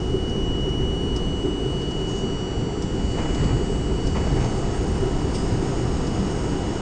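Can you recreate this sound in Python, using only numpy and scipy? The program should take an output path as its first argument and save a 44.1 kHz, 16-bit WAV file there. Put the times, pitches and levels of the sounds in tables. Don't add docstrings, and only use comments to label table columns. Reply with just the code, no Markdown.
import sys
import numpy as np
from scipy import signal
from scipy.fft import irfft, next_fast_len
from scipy.io import wavfile
from scipy.ndimage import map_coordinates

SR = 44100
rng = np.random.default_rng(int(sys.argv[2]) if len(sys.argv) > 2 else 0)


def transcribe(signal):
    frames = np.atleast_2d(signal).T
    limited = np.clip(frames, -1, 1)
    pcm = np.round(limited * 32767).astype(np.int16)
    wavfile.write(sys.argv[1], SR, pcm)


N = 300321
TIME = np.arange(N) / SR

# time_s, stator_hz
STATOR_CURVE = [(0, 69.5), (5.66, 116.8), (6.81, 116.8)]
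TOP_STATOR_HZ = 116.8
# start_s, heave_db, panel_db, panel_pitch_hz, boom_db
TRACK_BUMPS = [(0.11, -38, -36, 170.2, -18.5), (0.73, -26.5, -24, 125, -43), (1.19, -24, -31, 125, -30),
               (1.42, -38, -42, 170, -13.5), (1.63, -33, -26, 135, -19.5), (2.22, -42, -29, 235, -19.5),
               (2.55, -28.5, -27, 105, -37), (2.94, -36, -34, 125, -21.5), (3.03, -26, -34, 124.7, -38),
               (3.51, -28, -20.5, 125, -36), (4.03, -25, -29, 90, -28), (4.31, -23, -26, 130, -34),
               (4.38, -30, -22.5, 120, -39), (4.86, -33, -23.5, 85, -28), (4.99, -25.5, -27, 110, -15),
               (5.5, -36, -23, 110, -36), (6.17, -41, -25, 195, -36)]
# start_s, crash_db, thud_db, rise_s, crash_t60_s
AXLE_BLOWS = [(3.125, -35, -32.5, .08, 1.45), (3.36, -36, -24, .075, 0.95),
              (4.138, -34.5, -25.5, .022, 1.3), (4.355, -36.5, -26, .09, 0.5)]
# frequency_hz, density_db (per Hz)
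CRASH_SPECTRUM = [(200, -1), (500, 6.5), (900, 3), (1400, -4.5), (2100, -4.5), (3000, -12), (5000, -22.5),
                  (9000, -39)]
# frequency_hz, density_db (per Hz)
SHOE_SPECTRUM = [(1500, -19.5), (3300, -5), (4150, -8), (4800, 2.5), (5500, 2.5), (6000, -1), (6600, -2),
                 (7400, -7), (8800, -10), (10000, -19)]


def amp(db):
    return 10 ** (np.asarray(db) / 20)


def unit(x):
    return x / np.sqrt(np.mean(x ** 2) + 1e-20)


def follow(rows):
    s, *columns = np.transpose(rows)
    return [np.interp(TIME, s, column) for column in columns]


def noise(shape):
    size = next_fast_len(N)
    hz = np.arange(size // 2 + 1) * SR / size
    coefficients = rng.standard_normal(2 * len(hz)).view(complex)
    return unit(irfft(coefficients * shape(hz), size)[:N])


def coloured(points):
    at, db = np.transpose(points)

    def shape(hz):
        level_db = np.interp(np.log(hz + 1), np.log(at), db)
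        return amp(level_db) / np.maximum(hz / at[-1], 1) ** 2

    return noise(shape)


def ring(centre_hz, half_width_hz):
    return noise(lambda hz: 1 / (1 + ((hz - centre_hz) / half_width_hz) ** 2))


def waver(rate):
    knots = rng.standard_normal(4096)
    coarse = TIME[::16]
    curve = map_coordinates(knots, [coarse * rate], order=2, mode="wrap")
    return unit(np.interp(TIME, coarse, curve))


def burst(s, rise, t60):
    out = np.zeros(N)
    sounding = slice(*np.searchsorted(TIME, [s, s + rise + 2 * t60]))
    age = TIME[sounding] - s
    decay = np.exp(-np.log(1000) * np.maximum(age - rise, 0) / t60)
    out[sounding] = np.minimum(age / rise, 1) * decay
    return out


def speed_gain(db, db_per_doubling):
    stator_hz, = follow(STATOR_CURVE)
    return amp(db + db_per_doubling * np.log2(stator_hz / TOP_STATOR_HZ))


def car_body(sway_db=-27.5, rumble_db=-26.0, boom_db=-26.0, rumble_share=0.24, lurch_db=0.5,
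             drumming_db=0.2, rise=0.027, t60=0.42):
    # time_s, level_db (relative)
    unevenness = [(0, 1), (0.85, 0.8), (2.0, -4.5), (2.8, -3), (3.15, 1.2), (5.1, 1), (6.3, -1),
                  (6.81, -3.5)]
    # frequency_hz, density_db (per Hz)
    sway_spectrum = [(8, -36.5), (16, -0.5), (26, -3), (55, 0.5), (75, -3), (100, -17), (160, -29)]
    rumble_spectrum = [(50, -34.5), (85, -1.5), (120, 1), (190, -1), (240, -4), (300, -2.5), (340, -5),
                       (440, -8), (500, -9), (560, -21), (800, -30.5)]
    # centre_hz, half_width_hz, level_db (within the boom)
    cab_modes = [(382.2, 20.6, -9.5), (425, 25, -19), (296, 30, -15.5)]

    track_db, = follow(unevenness)
    bump_heave = sum(amp(db) * burst(s, rise, t60) for s, db, *_ in TRACK_BUMPS)
    bump_boom = sum(amp(db) * burst(s, rise, t60) for s, *_, db in TRACK_BUMPS)
    sway = np.hypot(bump_heave, amp(sway_db + track_db + lurch_db * waver(rate=4.9)))
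    drumming_level_db = rumble_db + rumble_share * track_db + drumming_db * waver(rate=7.4)
    drumming = speed_gain(drumming_level_db, db_per_doubling=1.5)
    booming = np.hypot(bump_boom, speed_gain(boom_db, db_per_doubling=0.5))
    boom = sum(amp(db) * ring(hz, half_width) for hz, half_width, db in cab_modes)
    return sway * coloured(sway_spectrum) + drumming * coloured(rumble_spectrum) + booming * boom


def floor_thumps(rise=0.038, t60=0.34, wobble_turns=0.11):
    out = np.zeros(N)
    for s, _, db, hz, _ in TRACK_BUMPS:
        turns = hz * TIME + rng.random() + wobble_turns * waver(rate=55)
        out += amp(db) * burst(s, rise, t60) * np.sin(2 * np.pi * turns)
    return np.sqrt(2) * out


def wheels(roar_db=-37.5, ringing_db=-36.0, rough_roar_db=1.57, rough_ringing_db=3.0):
    # frequency_hz, density_db (per Hz)
    roar_spectrum = [(300, -7.5), (520, -2), (600, -3), (750, 0.5), (880, -4.5), (1050, -6.5), (1140, -10),
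                     (1500, -10), (1800, -13), (2100, -13.5), (2450, -17.5), (2900, -14), (3500, -20),
                     (4200, -23), (9000, -38.5)]
    rough = TIME > AXLE_BLOWS[-1][0]
    roar = speed_gain(roar_db + rough_roar_db * rough, db_per_doubling=4.5) * coloured(roar_spectrum)
    ringing = speed_gain(ringing_db + rough_ringing_db * rough, db_per_doubling=5) * wheel_ringing()
    return roar + ringing


def wheel_ringing(wander_db=1.1):
    # centre_hz, half_width_hz, level_db (relative)
    wheel_modes = [(684, 14, -15), (798, 37, -15.5), (944, 27, -16), (1013, 81, -16.5), (1185, 20, -20.5),
                   (1295, 31, -18), (1434, 43, -23), (1930, 63, -25)]
    out = np.zeros(N)
    for hz, half_width, db in wheel_modes:
        out += amp(db + wander_db * waver(rate=9)) * ring(hz, half_width)
    return out


def rail_joints(thud_t60=1.0, ring_db=2):
    # frequency_hz, density_db (per Hz)
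    thud_spectrum = [(15, -20), (40, -5), (80, -13.5), (125, -4), (180, -9), (250, -16.5), (500, -25.5),
                     (1000, -55)]
    crash = sum(amp(db) * burst(s, rise, t60) for s, db, _, rise, t60 in AXLE_BLOWS)
    thud = sum(amp(db) * burst(s, rise, thud_t60) for s, _, db, rise, _ in AXLE_BLOWS)
    ringing = amp(ring_db) * wheel_ringing()
    rattle = unit(amp(2.3 * waver(rate=110)))
    struck_steel = unit(coloured(CRASH_SPECTRUM) + ringing)
    return crash * rattle * struck_steel + thud * coloured(thud_spectrum)


def wheel_blows(rise=0.003, t60=0.13, clatter_hz=1900, clatter_half_width_hz=600, grain_db=2):
    # start_s, level_db
    blow_times = [(3.167, -36), (3.184, -34), (3.222, -36), (3.42, -38), (4.049, -38), (4.147, -33.5),
                  (4.168, -35.5), (4.235, -35.5), (4.302, -38), (4.433, -35), (4.739, -36), (4.775, -37.5)]
    # start_s, level_db, rise_s, t60_s
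    clatter_swells = [(3.06, -45.5, .27, 1.2), (4.1, -48.5, .28, 0.6)]
    blows = sum(amp(db) * burst(s, rise, t60) for s, db in blow_times)
    clatter = sum(amp(db) * burst(s, swell, fade) for s, db, swell, fade in clatter_swells)
    grain = amp(grain_db * waver(rate=150))
    return blows * coloured(CRASH_SPECTRUM) + clatter * grain * ring(clatter_hz, clatter_half_width_hz)


def inverter(carrier_hz=2929.7, carrier_db=2.5, shimmer_db=0.28):
    # time_s, level_db (before carrier_db is added)
    whine_curve = [(0.02, -44.5), (0.28, -40), (0.62, -37.5), (1.56, -41), (1.97, -39.5), (2.48, -43),
                   (2.77, -49.5), (3.2, -43), (3.8, -47.5), (4.05, -45.5), (4.93, -53.5), (5.04, -49.5),
                   (5.66, -54), (6.75, -49)]
    # carrier_multiple, stator_multiple, level_db (at resonance,
    # before reflections), resonance_hz, width_hz (full, at half amplitude), near_dip_hz, near_dip_spacing_hz,
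    # near_strength (0-1), far_dip_hz, far_dip_spacing_hz, far_strength (0-1)
    sideband_table = [(1, -3, -67.3, 94.0, 47.0, 72.2, 25.6, 0.65, 90.1, 11.1, 0.23),
                      (1.5, -1.5, -65.0, 85.0, 36.0, 90.3, 17.3, 0.2, 88.2, 5.9, 0.22),
                      (1.5, 1.5, -54.5, 93.0, 63.0, 75.9, 46.3, 0.33, 92.7, 8.9, 0.14),
                      (1.5, 4.5, -57.7, 106.0, 15.0, 104.6, 46.6, 0.85, 98.7, 11.2, 0.33),
                      (2, -4, -62.3, 125.0, 69.0, 100.6, 38.9, 0.33, 94.4, 13.0, 0.43),
                      (2, -3, -59.8, 70.0, 87.0, 85.5, 50.0, 0.44, 98.9, 14.0, 0.35),
                      (2, -2, -65.6, 71.0, 120.0, 80.6, 42.9, 0.62, 97.9, 5.7, 0.2),
                      (2, -1, -61.6, 95.0, 45.0, 78.1, 21.8, 0.42, 95.7, 12.7, 0.31),
                      (2, 0, -64.1, 97.0, 25.0, 99.0, 32.5, 0.85, 96.5, 14.0, 0.4),
                      (2, 1, -65.5, 95.0, 31.0, 73.6, 28.7, 0.54, 92.4, 7.4, 0.4),
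                      (2, 2, -68.9, 86.0, 32.0, 83.8, 30.9, 0.62, 85.1, 10.0, 0.36),
                      (2, 3, -59.4, 70.0, 103.0, 90.3, 21.9, 0.35, 87.9, 12.0, 0.2),
                      (2, 4, -66.3, 125.0, 81.0, 97.2, 25.2, 0.45, 89.4, 12.6, 0.28),
                      (2, 6, -55.3, 113.0, 12.0, 83.5, 14.0, 0.52, 93.1, 10.9, 0.69),
                      (2.5, -4.5, -58.1, 101.0, 36.0, 88.6, 17.7, 0.37, 92.5, 9.9, 0.28),
                      (2.5, -1.5, -59.4, 125.0, 92.0, 76.1, 50.0, 0.64, 94.4, 8.3, 0.15),
                      (2.5, 0.5, -63.9, 106.0, 45.0, 70.4, 50.0, 0.58, 90.8, 8.5, 0.08),
                      (2.5, 1.5, -63.6, 103.0, 36.0, 101.7, 22.7, 0.47, 91.4, 9.2, 0.47),
                      (2.5, 4.5, -58.3, 95.0, 41.0, 88.8, 24.5, 0.25, 94.8, 9.0, 0.21),
                      (2.5, 7.5, -60.3, 110.0, 12.0, 106.6, 15.9, 0.42, 95.5, 8.1, 0.39),
                      (3, -6, -55.1, 119.0, 41.0, 73.5, 19.4, 0.19, 89.8, 13.9, 0.25),
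                      (3, -3, -65.0, 94.0, 50.0, 94.4, 50.0, 0.85, 89.4, 7.6, 0.23)]

    stator_hz, = follow(STATOR_CURVE)
    whine_db, = follow(whine_curve)
    carrier_turns = carrier_hz * TIME
    stator_turns = np.cumsum(stator_hz) / SR
    whine_gain = amp(whine_db + carrier_db + shimmer_db * waver(rate=40))
    out = whine_gain * np.sin(2 * np.pi * carrier_turns)
    for m, k, db, best_hz, width, *paths in sideband_table:
        swell = amp(db) / (1 + (2 * (stator_hz - best_hz) / width) ** 2)
        for dip_hz, dip_step_hz, reflection in (paths[:3], paths[3:]):
            lag_turns = (stator_hz - dip_hz) / dip_step_hz
            interference = 1 + reflection ** 2 - 2 * reflection * np.cos(2 * np.pi * lag_turns)
            swell = swell * np.sqrt(interference)
        fading = amp(1.4 * waver(rate=7))
        turns = m * carrier_turns + k * stator_turns + rng.random()
        out += swell * fading * np.sin(2 * np.pi * turns)
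    return np.sqrt(2) * out


def shoe_hiss(flutter_db=0.5):
    # time_s, level_db
    hiss_curve = [(0, -51.5), (1.0, -58), (1.9, -53.5), (2.25, -52.5), (2.78, -55), (3.2, -49), (3.9, -51),
                  (4.3, -47.5), (4.6, -48.5), (5.2, -48), (5.5, -46), (6.8, -47)]
    # frequency_hz, density_db (per Hz)
    hiss_spectrum = [(2500, -16.5), (4350, -9), (4800, -2.5), (5100, -1), (5400, -1.5), (5950, -10),
                     (6480, -0.5), (7000, -6.5), (7800, -9.5), (8750, -10.5), (9150, -20.5), (9600, -27.5)]
    level_db, = follow(hiss_curve)
    return amp(level_db + flutter_db * waver(rate=40)) * coloured(hiss_spectrum)


def shoe_ticks(tick_db=-9.3, rise=0.0018, t60=0.06, echo_db=-13, echo_t60=0.3, chatter_db=1.0):
    # start_s, level_db (before tick_db is added), tilt_db_per_octave (positive is brighter)
    tick_table = [(0.2947, -37.5, 2), (0.6065, -39.5, -2), (0.6903, -40, 0), (1.1613, -28, 1),
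                  (1.442, -40.5, -3), (1.816, -33, -5), (1.908, -35, -3), (2.82, -29, -1),
                  (3.3463, -29.5, 0), (3.4416, -32, -3), (4.0682, -28.5, 1), (4.402, -34, -1),
                  (4.4435, -31.5, 0), (5.3512, -32, -6), (6.0681, -29.5, -1)]
    out = np.zeros(N)
    for s, db, tilt in tick_table:
        colour = [(hz, level_db + tilt * np.log2(hz)) for hz, level_db in SHOE_SPECTRUM]
        envelope = burst(s, rise, t60) + amp(echo_db) * burst(s, rise, echo_t60)
        out += amp(db + tick_db) * envelope * coloured(colour)
    return out * amp(chatter_db * waver(rate=610))


def shoe_scrapes(half_width_hz=170, grain_db=0.6):
    # start_s, level_db, rise_s, t60_s, ring_hz, ring_db (against the scrape)
    scrape_table = [(1.38, -54, 0.044, 0.45, 6300, -14), (1.68, -61, 0.017, 0.22, 8370, 7),
                    (2.06, -49, 0.037, 0.56, 6580, 3), (2.15, -50, 0.027, .3, 6640, 1),
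                    (2.96, -60, .05, 0.94, 5600, -3), (4.41, -60, 0.032, 0.95, 6360, 10)]
    grit = coloured(SHOE_SPECTRUM)
    out = np.zeros(N)
    for s, db, rise, t60, hz, ring_db in scrape_table:
        mode = amp(ring_db) * ring(hz, half_width_hz)
        out += amp(db) * burst(s, rise, t60) * (grit + mode)
    return out * amp(grain_db * waver(rate=180))


def shoe_clang(gap_s=5.337, slap_s=5.3512, scrape_rise=0.011, slap_rise=0.004):
    # centre_hz, half_width_hz (scrape only), scrape_db, slap_db (peak), t60_s
    clang_modes = [(2770, 120, -52, -50, 0.15), (3400, 400, -45.5, -46, 0.13), (4700, 70, -49, -43, 0.22),
                   (5070, 160, -43, -48, 0.55), (5400, 90, -54, -49, 0.32), (6440, 650, -46.5, -49, 0.34),
                   (8390, 650, -45.5, -48, 0.34)]
    out = np.zeros(N)
    for hz, half_width, scraped_db, struck_db, t60 in clang_modes:
        out += amp(scraped_db) * burst(gap_s, scrape_rise, t60) * ring(hz, half_width)
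        tone = np.sin(2 * np.pi * (hz * TIME + rng.random()))
        out += amp(struck_db) * burst(slap_s, slap_rise, t60) * tone
    return out


def scene():
    body = car_body() + floor_thumps()
    running_gear = wheels() + rail_joints() + wheel_blows()
    shoe = shoe_hiss() + shoe_ticks() + shoe_scrapes() + shoe_clang()
    return (body + running_gear + inverter() + shoe)[None]


def record(dry, cutoff_hz=9400, fade_s=0.002):
    lowpass = signal.firwin(301, cutoff_hz, window=("kaiser", 8), fs=SR)
    ends = np.minimum(np.minimum(TIME, TIME[::-1]) / fade_s, 1)
    return signal.oaconvolve(dry, lowpass[None], "same") * ends


dry = scene()
out = record(dry)
transcribe(out)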